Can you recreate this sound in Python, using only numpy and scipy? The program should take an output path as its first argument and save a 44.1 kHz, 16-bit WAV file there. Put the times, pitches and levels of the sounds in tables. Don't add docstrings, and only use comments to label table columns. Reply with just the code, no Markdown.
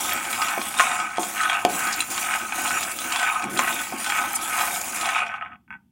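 import sys
import numpy as np
from scipy import signal
from scipy.fft import rfft, irfft, next_fast_len
from scipy.io import wavfile
from scipy.ndimage import uniform_filter1d, map_coordinates

SR = 44100
rng = np.random.default_rng(int(sys.argv[2]) if len(sys.argv) > 2 else 0)


def put_to_file(sound):
    columns = np.atleast_2d(sound).T
    safe = np.clip(columns, -1, 1)
    whole_steps = np.round(safe * 32767)
    wavfile.write(sys.argv[1], SR, whole_steps.astype(np.int16))


N = 260631


def amp(db):
    return 10 ** (np.asarray(db) / 20)


def unit(x):
    return x / np.sqrt(np.mean(x ** 2) + 1e-20)


def together(levels_db):
    power = np.sum(amp(levels_db) ** 2, axis=0)
    return 10 * np.log10(power + 1e-12)


def along(points, hz):
    f, value = np.transpose(points)
    return np.interp(np.log(hz + 1), np.log(f + 1), value)


def wobble(rate):
    knots = rng.standard_normal(int(N * rate / SR) + 4)
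    return map_coordinates(knots, [np.arange(N) * rate / SR])


def swell(start, hold, rise_db_per_s, fall_db_per_s):
    t = np.arange(N) / SR - start
    rise = rise_db_per_s * t
    fall = fall_db_per_s * (hold - t)
    return np.minimum(0, np.minimum(rise, fall))


def coloured(x, spectrum):
    n = x.shape[-1]
    m = 2 * next_fast_len(n // 2 + 2048)
    gain = amp(along(spectrum, np.fft.rfftfreq(m, 1 / SR)))
    cepstrum = irfft(np.log(gain))
    cepstrum[1:m // 2] *= 2
    cepstrum[m // 2 + 1:] = 0
    return irfft(rfft(x, m) * np.exp(rfft(cepstrum)))[..., :n]


def add(track, s, sound):
    part = track[max(round(s * SR), 0):][:len(sound)]
    part += sound[:len(part)]


def ring_time():
    return np.arange(SR // 5) / SR


def burst(t60):
    t = ring_time()
    x = rng.standard_normal(len(t)) * amp(-60 * t / t60)
    return x / np.linalg.norm(x)


def ring(modes, scatter_db, detune=0.0037):
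    t = ring_time()
    hz, db, t60 = np.transpose(modes)[:, :, None]
    sign = rng.choice([-1, 1], hz.shape)
    gain = sign * amp(db + scatter_db * rng.standard_normal(hz.shape))
    hz = hz * (1 + detune * rng.standard_normal(hz.shape))
    return np.sum(gain * np.sin(2 * np.pi * hz * t) * amp(-60 * t / t60), axis=0)


def strike(modes, spectrum, click_t60, ring_db, snap):
    tone = ring(modes, scatter_db=3.5, detune=0.01215)
    blow = burst(click_t60) + amp(ring_db) * tone / np.linalg.norm(tone)
    blow[0] += snap
    blow = coloured(blow, spectrum)
    return blow / np.linalg.norm(blow)


def contacts(rate, spread_db):
    size = unit(amp(spread_db * np.clip(rng.standard_normal(N), -2, 2)))
    chance = np.clip(rate / SR, 1e-6, 1)
    happens = rng.random(N) < chance
    return happens * size * rng.choice([-1, 1], N) / np.sqrt(chance)


def wandering(rate, depth_db, count):
    knots = amp(depth_db * rng.standard_normal((count, int(N * rate / SR) + 2)))
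    at = np.arange(N) * rate / SR
    gains = np.array([np.interp(at, np.arange(len(k)), k) for k in knots])
    return gains / np.linalg.norm(gains, axis=0)


FINE_PEAK_DB, FINE_WIDTH_HZ = 1.5, 1200


def shifting(x, patchy_db, centre_hz=None):
    hz, t, z = signal.stft(x, SR, nperseg=512)
    field = rng.standard_normal(z.shape)
    for _ in range(2):
        field = uniform_filter1d(field, size=5, axis=0)
        field = uniform_filter1d(field, size=11, axis=1)
    gain_db = patchy_db * unit(field)
    if centre_hz is not None:
        centre = np.interp(t, np.arange(N) / SR, centre_hz)
        gain_db = gain_db + FINE_PEAK_DB / (1 + ((hz[:, None] - centre) / FINE_WIDTH_HZ) ** 2)
    return signal.istft(z * unit(amp(gain_db)), SR, nperseg=512)[1][:N]


# (frequency [Hz], gain [dB])
KITCHEN_COLOUR = [(25, -30), (72, 6), (100, 6.5), (140, 0.5), (215, 11.5), (310, -2.5), (430, -20.5),
                  (1000, -34), (4000, -25.5), (16000, -23)]


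def kitchen_tone():
    return amp(-54.0) * unit(coloured(rng.standard_normal(N), KITCHEN_COLOUR))


# (frequency [Hz], t60 [s])
KITCHEN_REVERB = [(200, 0.63), (1500, 0.2), (10000, 0.089)]


def room(x):
    hz, t, z = signal.stft(rng.standard_normal(SR // 2), SR, nperseg=256)
    t60 = along(KITCHEN_REVERB, hz)[:, None]
    tail = signal.istft(z * amp(-60 * t / t60), SR, nperseg=256)[1]
    return signal.oaconvolve(x, tail / np.linalg.norm(tail))[:N]


# (frequency [Hz], gain [dB])
GRUMBLE_COLOUR = [(25, -32.5), (45, -36.5), (85, -10.5), (115, -9.5), (150, -22), (195, -2.5), (232, 3),
                  (275, -3.5), (320, 2), (410, -13.5), (600, -6.5), (1200, -23)]
# (frequency [Hz], gain [dB])
RUB_COLOUR = [(40, -42), (90, -12.5), (135, -6.5), (170, -10.5), (200, 3.5), (235, 1.5), (275, -1.5),
              (320, 1.5), (440, -14), (620, -11.5), (1500, -38)]
# (time [s], length [s], level [dB])
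SHOVE = (3.44, 0.165, -37)
SHOVE_EDGE_DB_PER_S = 600
DRAG_DB, DRAG_FOLLOWS = -49, 0.8


def dragging(slide_db):
    s, length, shove_db = SHOVE
    stroke_db = DRAG_DB + DRAG_FOLLOWS * (slide_db - np.median(slide_db))
    grumble = unit(coloured(contacts(400, spread_db=3.5), GRUMBLE_COLOUR))
    rub = unit(coloured(contacts(1500, spread_db=1.5), RUB_COLOUR))
    shove = swell(s, length, SHOVE_EDGE_DB_PER_S, SHOVE_EDGE_DB_PER_S)
    return amp(stroke_db + 3.4 * wobble(25)) * grumble + amp(shove_db + shove) * rub


# (middle [s], level [dB], centre [Hz],
# width at half amplitude [Hz], half length [s], left-right difference [dB])
SKIDS_AND_TICKS = [(0.136, -23, 13700, 1490, 0.0021, -7.5), (0.42, -24.5, 5100, 502, 0.0025, -52),
                   (1.5, -24, 3250, 300, 0.0041, -56), (1.929, -25.5, 5930, 4980, 0.0036, -55),
                   (1.941, -28, 4900, 4430, 0.0041, -56), (1.963, -31.5, 13180, 4000, 0.0023, -27),
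                   (2.009, -22, 8860, 1400, .0037, -57), (2.619, -26, 13000, 6000, 0.00082, -31),
                   (2.835, -28.5, 7000, 3510, 0.0031, -49), (2.917, -28, 7700, 1203, 0.0012, -51),
                   (3.442, -31, 8450, 2520, 0.0025, -48), (3.744, -32.5, 12000, 2500, 0.0046, -29),
                   (4.333, -25.5, 12200, 6000, 0.00069, 2.5), (4.359, -25, 9100, 3530, 0.007, 2),
                   (4.816, -26, 7000, 3940, 0.0019, -50), (4.963, -30.5, 7930, 3110, 0.0045, -50)]


def skids_and_ticks():
    mid, side, t = np.zeros(N), np.zeros(N), ring_time()
    f, middle = np.fft.rfftfreq(len(t), 1 / SR), t.mean()
    for s, db, hz, width_hz, length, side_db in SKIDS_AND_TICKS:
        band = 1 / (1 + (2 * (f - hz) / width_hz) ** 2)
        noise = rng.standard_normal((2, len(t)))
        chirp = unit(irfft(rfft(noise) * band, len(t)))
        chirp = chirp * amp(db) * np.exp(-((t - middle) / length) ** 2 / 2)
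        add(mid, s - middle, chirp[0])
        add(side, s - middle, amp(side_db) * chirp[1])
    return mid, side


# (frequency [Hz], level [dB], t60 [s])
RIM_MODES = [(2686, 0.5, 0.059), (3303, 0.5, 0.13), (4040, -3, 0.092), (4790, -14.5, 0.15),
             (5480, -2.5, 0.14), (6260, 1, 0.15), (7170, 2, 0.12), (8440, 3, 0.13), (9300, -3, 0.13),
             (10200, -4, 0.15)]
# (time [s], level [dB], tilt about 6 kHz [dB per octave])
PINGS = [(1.172, -48.5, 0), (2.005, -38, -6.5), (2.829, -46.5, -5), (3.59, -40, 1.5)]
PING_BITE_DB, PING_BITE_S = 9, 0.004


def pings():
    out, t = np.zeros(N), ring_time()
    bite = 1 + amp(PING_BITE_DB) * np.exp(-t / PING_BITE_S)
    for s, db, tilt_db in PINGS:
        modes = [(hz, level + tilt_db * np.log2(hz / 6000), t60) for hz, level, t60 in RIM_MODES]
        add(out, s, amp(db) * bite * ring(modes, scatter_db=3.5, detune=0.0014))
    return out


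# (frequency [Hz], level [dB], t60 [s])
PAN_MODES = [(720, -5, 0.078), (810, -4, 0.063), (903, -6.5, 0.1), (978, -7.5, 0.071), (1069, -11, 0.11),
             (1256, -3.5, 0.067), (1291, 1.5, 0.053), (1446, -5.5, 0.043), (1493, -1.5, 0.12),
             (1534, 1, 0.035), (1975, -7.5, 0.083), (2244, -1, 0.047), (2440, -1, 0.024),
             (2478, -1.5, 0.055), (2750, -4, 0.014), (3270, -1.5, 0.1), (3430, -1, 0.07)]
# (frequency [Hz], gain [dB])
LAST_NUT_COLOUR = [(300, -40), (550, -33), (850, -1), (1200, -7), (1570, 3), (1850, -10), (2250, -2.5),
                   (2750, -14), (3050, -27), (3270, -16.5), (3700, -41), (8000, -28), (16000, -62)]
# (time [s], peak [dB])
BOUNCES = [(5.679, -39), (5.7055, -24.5), (5.727, -26), (5.74, -30), (5.7525, -36)]
# (time [s], length [s], level [dB])
ROLL = (5.706, 0.036, -49)
CUT_S, CUT_DB_PER_S = 5.55, 897.5


def last_nut():
    blow = strike(PAN_MODES, LAST_NUT_COLOUR, click_t60=0.017, ring_db=-9, snap=1.44)
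    s, length, roll_db = ROLL
    hits = contacts(1200, spread_db=0.0) * amp(roll_db + swell(s, length, 4000, CUT_DB_PER_S))
    for s, db in BOUNCES:
        hits[round(s * SR)] += amp(db) / np.abs(blow).max()
    return signal.oaconvolve(hits, blow)[:N]


# (time [s], wood level [dB], pitch of the tock [Hz], boom level [dB],
# crack level [dB], after-ring level [dB]); the crack is raised 9.5 dB and the thud, which shares
# the boom's level, lowered 1 dB when played
KNOCKS = [(0.577, -22, 694, -29.5, -37.5, -43.5), (1.1832, -19, 717, -27, -30, -31.5),
          (1.6503, -10.5, 717, -25, -14, -44), (3.441, -29, 820, -30.5, -26, -40),
          (3.924, -24, 756, -27, -38, -38.5)]
# (multiple of the tock's pitch, level [dB], t60 [s])
WOOD_MODES = [(0.7, -21.5, 0.05), (1, 1, 0.047), (1.13, -7, 0.038), (1.27, -13.5, 0.038),
              (1.45, -15.5, 0.04), (2.1, -19, .03)]
# (frequency [Hz], level [dB], t60 [s])
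BOOM_MODES = [(204.4, -2, 0.1), (228, 5.5, 0.067), (277, -2.5, 0.086), (334, 0, 0.085), (383, -17, 0.06)]
# (frequency [Hz], level [dB], t60 [s])
AFTER_RING_MODES = [(888, 3, 0.23), (1096, 0, 0.25), (1260, -9.5, 0.13)]
# (frequency [Hz], gain [dB])
REBOUND_COLOUR = [(150, -28), (420, -11.5), (620, -1), (780, 2.5), (1050, 0.5), (1800, -16), (8000, -48.5)]
REBOUND_S, REBOUND_DB = 0.009, 16
ROCK_DELAY_S, ROCK_RISE_S = 0.00693, 0.009


def knocks():
    out, t = np.zeros(N), ring_time()
    crack_colour = [(300, 4.5), (1500, -2.5), (2400, 10), (4000, -3.5), (8000, -2), (16000, -24.5)]
    thud_colour = [(30, -36.5), (130, -16.5), (200, 3.5), (320, 0.5), (420, -3), (750, 2.5),
                   (1200, -10), (4000, -35.5)]
    for s, wood_db, tock_hz, boom_db, crack_db, ring_db in KNOCKS:
        tock = np.zeros(len(t))
        for ratio, db, t60 in WOOD_MODES:
            tock += amp(db - 60 * t / t60) * np.sin(2 * np.pi * ratio * tock_hz * t)
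        crack = coloured(burst(0.0086), crack_colour)
        thud = coloured(burst(0.045), thud_colour)
        boom = ring(BOOM_MODES, scatter_db=3.0) * (1 - np.exp(-t / ROCK_RISE_S))
        chatter = coloured(burst(0.025), REBOUND_COLOUR)
        add(out, s, amp(wood_db) * tock)
        add(out, s, amp(crack_db + 9.5) * crack / np.abs(crack).max())
        add(out, s, amp(boom_db - 1.0) * thud / np.abs(thud).max())
        add(out, s + ROCK_DELAY_S, amp(boom_db) * boom)
        add(out, s + REBOUND_S, amp(wood_db + REBOUND_DB) * chatter)
        add(out, s, amp(ring_db) * ring(AFTER_RING_MODES, scatter_db=5.5))
    return coloured(out, [(30, -24), (100, -11.5), (190, 0.5)])


# (time [s], clonk peak [dB], peak of the crunch of trapped nuts [dB])
BANGS = [(0.7966, -1.5, -20), (0.8013, -3.5, -17.5), (0.803, -7, -16.5), (0.8085, -7.5, -13.5),
         (3.5927, -3.5, -15), (3.5982, -12.5, -23.5), (3.602, -12, -24)]
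# (frequency [Hz], level [dB], t60 [s])
WALL_MODES = [(810, -13.5, 0.035), (1087, 3, 0.11), (1260, 3, .035), (1410, -12.5, .025), (1430, 3, .07),
              (2080, -7.5, .04), (2400, -2.5, .035)]
# (frequency [Hz], gain [dB])
BLADE_COLOUR = [(40, -28), (300, -19), (420, -21.5), (600, -5), (1000, -1.5), (1600, 0), (2500, -3),
                (3500, -14), (8000, -38)]
# (frequency [Hz], gain [dB])
CRUNCH_COLOUR = [(1200, -27.5), (2500, -3), (3500, 3), (4800, -4), (6500, 8), (8800, -1.5), (11000, -9),
                 (16000, -17.5)]


def bangs():
    out = np.zeros(N)
    for s, db, crunch_db in BANGS:
        clonk = strike(WALL_MODES, BLADE_COLOUR, click_t60=0.014, ring_db=-4, snap=1.8)
        crunch = strike(RIM_MODES, CRUNCH_COLOUR, click_t60=0.03, ring_db=-13, snap=0.16)
        add(out, s, amp(db) * clonk / np.abs(clonk).max())
        add(out, s, amp(crunch_db) * crunch / np.abs(crunch).max())
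    return out


# (start [s], push [s], slide [s], scrape level [dB],
# finest hiss [dB relative to the scrape], centre of that hiss [Hz], delay until the heap topples [s],
# toppling [s], tumble level [dB], its build-up [dB/s], its settling [dB/s]); layers trim these levels
STROKES = [(-0.02, 0.038, 0.55, -29.5, -5, 13500, 0.13, 0.069, -26, 70, 71.5),
           (0.30, 0.0066, 1, -32, -6, 12000, 0.11, 0.09, -24, 89, 74),
           (0.776, 0.0097, 0.3, -29, -10, 14500, 0.051, 0.19, -25, 113, 69),
           (1.193, 0.014, 0.64, -32.5, -5.5, 14800, 0.19, 0.17, -25, 150, 69.5),
           (1.689, 0.047, 0.59, -30, -5, 14000, 0.12, 0.1, -26.5, 85, 80),
           (2.10, 0.018, 0.65, -29.5, -8, 14500, 0.12, 0.1, -25.5, 94, 67),
           (2.535, 0.096, 0.87, -30.5, -7, 12000, 0.12, 0.12, -25.5, 78.5, 71),
           (3.00, 0.1, 0.44, -33.5, -5.5, 14500, 0.15, 0.155, -23, 93, 62),
           (3.497, 0.25, 0.37, -33, -3.5, 13000, 0.16, 0.095, -25, 107, 72),
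           (3.975, 0.12, 0.74, -32, -7.5, 14500, 0.15, 0.077, -24.6, 98, 58.5),
           (4.411, 0.27, 0.54, -30.5, -5.5, 12000, 0.15, 0.11, -24.5, 94, 63),
           (4.94, 0.011, 0.29, -32, -7.5, 11500, 0.1, 0.125, -22, 123.5, 66.5)]
PUSH_CURVE = 0.16
DULLING = 0.19


def stirring():
    t = np.arange(N) / SR
    slides, hisses, tumbles = [], [], []
    for s, push, slide, scrape_db, fine_db, _, delay, toppling, tumble_db, build, settle in STROKES:
        pushed = np.clip((t - s) / push, 0, 1) ** PUSH_CURVE
        braked = np.clip(1 - (t - s - push) / slide, 0, 1)
        speed_db = 20 * np.log10(pushed * braked + 1e-6)
        slides.append(scrape_db + speed_db)
        hisses.append(scrape_db + fine_db + (1 + DULLING) * speed_db)
        tumbles.append(tumble_db + swell(s + delay, toppling, build, settle))
    cut_db = -CUT_DB_PER_S * np.clip(t - CUT_S, 0, 0.1)
    return together(slides), together(hisses), together(tumbles) + cut_db


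SOFTENING = 0.11
STRAY_DB, STRAY_TREBLE_DB = 4.5, -4
STRAY_UNTIL_S = 5.1


def strays(tumble_db, count=32):
    rows = []
    for k, (where, size, edge) in enumerate(rng.random((count, 3))):
        s = (k + where) / count * STRAY_UNTIL_S
        level_db = tumble_db[min(int(s * SR), N - 1)]
        calm_db = SOFTENING * (level_db - tumble_db.max())
        rows.append((s, level_db + STRAY_DB + 5 * size, STRAY_TREBLE_DB - 8 * edge + calm_db))
    return rows


# (time [s], body peak [dB], treble tick [dB relative to the body, before a 4 dB lift])
CLACKS = [(0.122, -19, -3), (0.252, -25, -7), (0.329, -16.5, -6), (0.418, -14, -11), (0.423, -11.5, -14.5),
          (0.615, -17.5, -7.5), (0.664, -26, -3), (0.741, -22, -11), (0.788, -15.5, -3),
          (0.906, -18.5, -16), (1.000, -21.5, -4.5), (1.171, -20.5, -9.5), (1.231, -21, -3.5),
          (1.379, -18, -16), (1.479, -24, -22), (1.498, -7.5, -19.5), (1.53, -15, -10.5),
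          (1.852, -21.5, -19), (2.022, -17.5, -14), (2.178, -16, -5.5), (2.321, -18, -18),
          (2.339, -10.5, -15.5), (2.35, -20.5, -19), (2.496, -27, -12), (2.523, -13.5, -16),
          (2.658, -13, -16), (2.676, -21, -1), (2.707, -13.5, -18), (2.829, -20.5, -2), (2.988, -23, 1),
          (3.122, -18, -1.5), (3.229, -10.5, -18), (3.2755, -13, -25), (3.347, -23.5, -12), (3.574, -20, 1),
          (3.588, -18, -6.5), (3.678, -14.5, -16), (4.044, -19.5, -5), (4.063, -18, -4), (4.1, -15.5, -6),
          (4.338, -22, -13.5), (4.588, -17, -6), (5.012, -19, -4), (5.057, -14.5, -8), (5.158, -14, -19),
          (5.19, -17, -12), (5.232, -30, -24.5), (5.2664, -21, -18), (5.292, -29, -25), (5.317, -21, -27.5),
          (5.341, -17.5, -29), (5.411, -23, -38), (5.424, -20, -35), (5.449, -30, -35), (5.46, -24.5, -32),
          (5.521, -39, -35), (5.532, -31, -28), (5.557, -37.5, -35)]
# (frequency [Hz], gain [dB])
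NUT_COLOUR = [(150, -40), (400, -23.5), (540, -18.5), (690, -2), (840, -1.5), (1020, 0.2), (1300, 2),
              (1550, 0.5), (1800, -1.5), (2450, 0.5), (2900, -4.5), (3350, -17), (3800, -24.5), (6000, -42),
              (16000, -77)]
# (frequency [Hz], gain [dB])
SHELL_COLOUR = [(1500, -46), (3000, 13.5), (4000, 10.5), (6000, 5), (8500, 9), (11000, -14), (16000, -13.5)]


def clacks(rows):
    out = np.zeros(N)
    for s, db, treble_db in rows:
        body = strike(PAN_MODES, NUT_COLOUR, click_t60=0.013, ring_db=-7, snap=1.0)
        tick = strike(RIM_MODES, SHELL_COLOUR, click_t60=0.03, ring_db=-5.5, snap=0.22)
        body = coloured(body, [(600, -7.5), (1200, -5.0)])
        add(out, s, amp(db) * body / np.abs(body).max())
        add(out, s, amp(db + treble_db + 4.0) * tick / np.abs(tick).max())
    return out


def ticking(level_db, count=520):
    out, t = np.zeros(N), np.arange(SR // 40) / SR
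    for where, life in rng.random((count, 2)):
        start = int(where * (N - 1))
        hz = np.clip(5400 * np.exp(0.43 * rng.standard_normal((3, 1))), 2200, 14000)
        tick = np.sin(2 * np.pi * hz * t).mean(axis=0)
        tick += 0.2 * rng.standard_normal(len(t))
        t60 = 0.01 + 0.02 * life
        size_db = level_db[start] + 1.0 + 4 * np.clip(rng.standard_normal(), -2, 2)
        add(out, start / SR, tick * amp(size_db - 60 * t / t60))
    return out


# (frequency [Hz], gain [dB])
HISS_COLOUR = [(300, -23.5), (430, -15.5), (600, -1), (700, 3), (2500, -0.5), (3800, -8.5), (5000, -7),
               (6200, -4.5), (6600, 0.5), (7100, 2.5), (7800, 2), (8400, 1), (9600, 1), (11000, -10.5),
               (13000, -26.5), (16000, -34)]
# (frequency [Hz], gain [dB])
FINE_COLOUR = [(8000, -23), (10500, 3), (11800, 4), (13000, 0), (15500, 4), (16500, 4)]
# (frequency [Hz], gain [dB])
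HUSK_COLOUR = [(1500, -43), (2800, -2.5), (3500, 2), (4200, 1.5), (4900, -10), (5700, 3.5), (7000, -6),
               (10000, -25), (16000, -50)]
HUSK_SLIDE_DB, HUSK_TUMBLE_DB = -14.5, -17.5


def scraping(slide_db, fine_db, tumble_db, count=10):
    coarse, fine = np.zeros(N), np.zeros(N)
    for share in wandering(rate=9, depth_db=3.5, count=count):
        slips = contacts(600, spread_db=4.0) * share
        grain = strike(RIM_MODES, HISS_COLOUR, click_t60=0.015, ring_db=-12.0, snap=0.44)
        coarse += signal.oaconvolve(slips, grain)[:N]
        fine += signal.oaconvolve(slips, burst(0.0073))[:N]
    rolling_db = tumble_db + SOFTENING * (tumble_db - tumble_db.max())
    coarse = shifting(coarse, patchy_db=2.5)
    coarse *= amp(together([slide_db - 0.78, rolling_db - 23.0]))
    push_ends = [row[0] + row[1] for row in STROKES]
    centre_hz = np.interp(np.arange(N) / SR, push_ends, [row[5] for row in STROKES])
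    fine = unit(shifting(coloured(fine, FINE_COLOUR), patchy_db=3.5, centre_hz=centre_hz))
    fine *= amp(fine_db + 1.5 + 1.3 * wobble(60))
    crumbs = signal.oaconvolve(contacts(460, spread_db=5.5), burst(0.019))[:N]
    husks = unit(shifting(coloured(crumbs, HUSK_COLOUR), patchy_db=5.5))
    husks *= amp(together([slide_db + HUSK_SLIDE_DB, rolling_db + HUSK_TUMBLE_DB]))
    flutter = amp(0.71 * wobble(130) + 0.56 * wobble(22))
    return flutter * (coarse + fine + husks)


CALM_DULLING = 0.14


def tumbling(level_db, count=18):
    rate = 720 * amp(0.77 * (level_db - level_db.max())) + 160
    out = np.zeros(N)
    for share in wandering(rate=9, depth_db=3.5, count=count):
        hits = contacts(rate * share ** 2, spread_db=4.5) * share * amp(level_db - 3.0)
        landing = strike(PAN_MODES, NUT_COLOUR, click_t60=0.012, ring_db=-7.0, snap=0.7)
        out += signal.oaconvolve(hits, landing)[:N]
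    out = shifting(out, patchy_db=2.5)
    dull = signal.sosfiltfilt(signal.butter(2, 1800, fs=SR, output="sos"), out)
    calm_db = np.clip(level_db - np.percentile(level_db, 70), -25, 0)
    bright = amp(2.28 * wobble(30) + CALM_DULLING * calm_db)
    return dull + (out - dull) * bright


def scene():
    slide_db, fine_db, tumble_db = stirring()
    skids, wide = skids_and_ticks()
    nuts = tumbling(tumble_db) + ticking(slide_db) + scraping(slide_db, fine_db, tumble_db)
    nuts += clacks(CLACKS + strays(tumble_db)) + last_nut()
    pan = nuts + dragging(slide_db) + knocks() + bangs() + pings() + skids
    mid = pan + amp(-8.5) * room(pan) + kitchen_tone()
    return np.array([mid + wide, mid - wide])


def gate(x, threshold_db, knee_db, depth_db):
    power = uniform_filter1d(x[0] ** 2, size=700)
    level_db = 10 * np.log10(np.abs(power) + 1e-12)
    shut = np.clip((threshold_db - level_db) / knee_db, 0, 1)
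    return x * amp(-depth_db * uniform_filter1d(shut, size=180))


TREBLE_HZ, TOP_HZ = 3550, 15950


def record(dry):
    m = next_fast_len(N + SR // 2)
    hz = np.fft.rfftfreq(m, 1 / SR)
    low = irfft(rfft(dry, m) / (1 + (hz / TREBLE_HZ) ** 60), m)[:, :N]
    body = gate(low, threshold_db=-47, knee_db=3, depth_db=7)
    treble = gate(dry - low, threshold_db=-48, knee_db=14, depth_db=16)
    return irfft(rfft(body + treble, m) / (1 + (hz / TOP_HZ) ** 300), m)[:, :N]


dry = scene()
out = record(dry)
put_to_file(out)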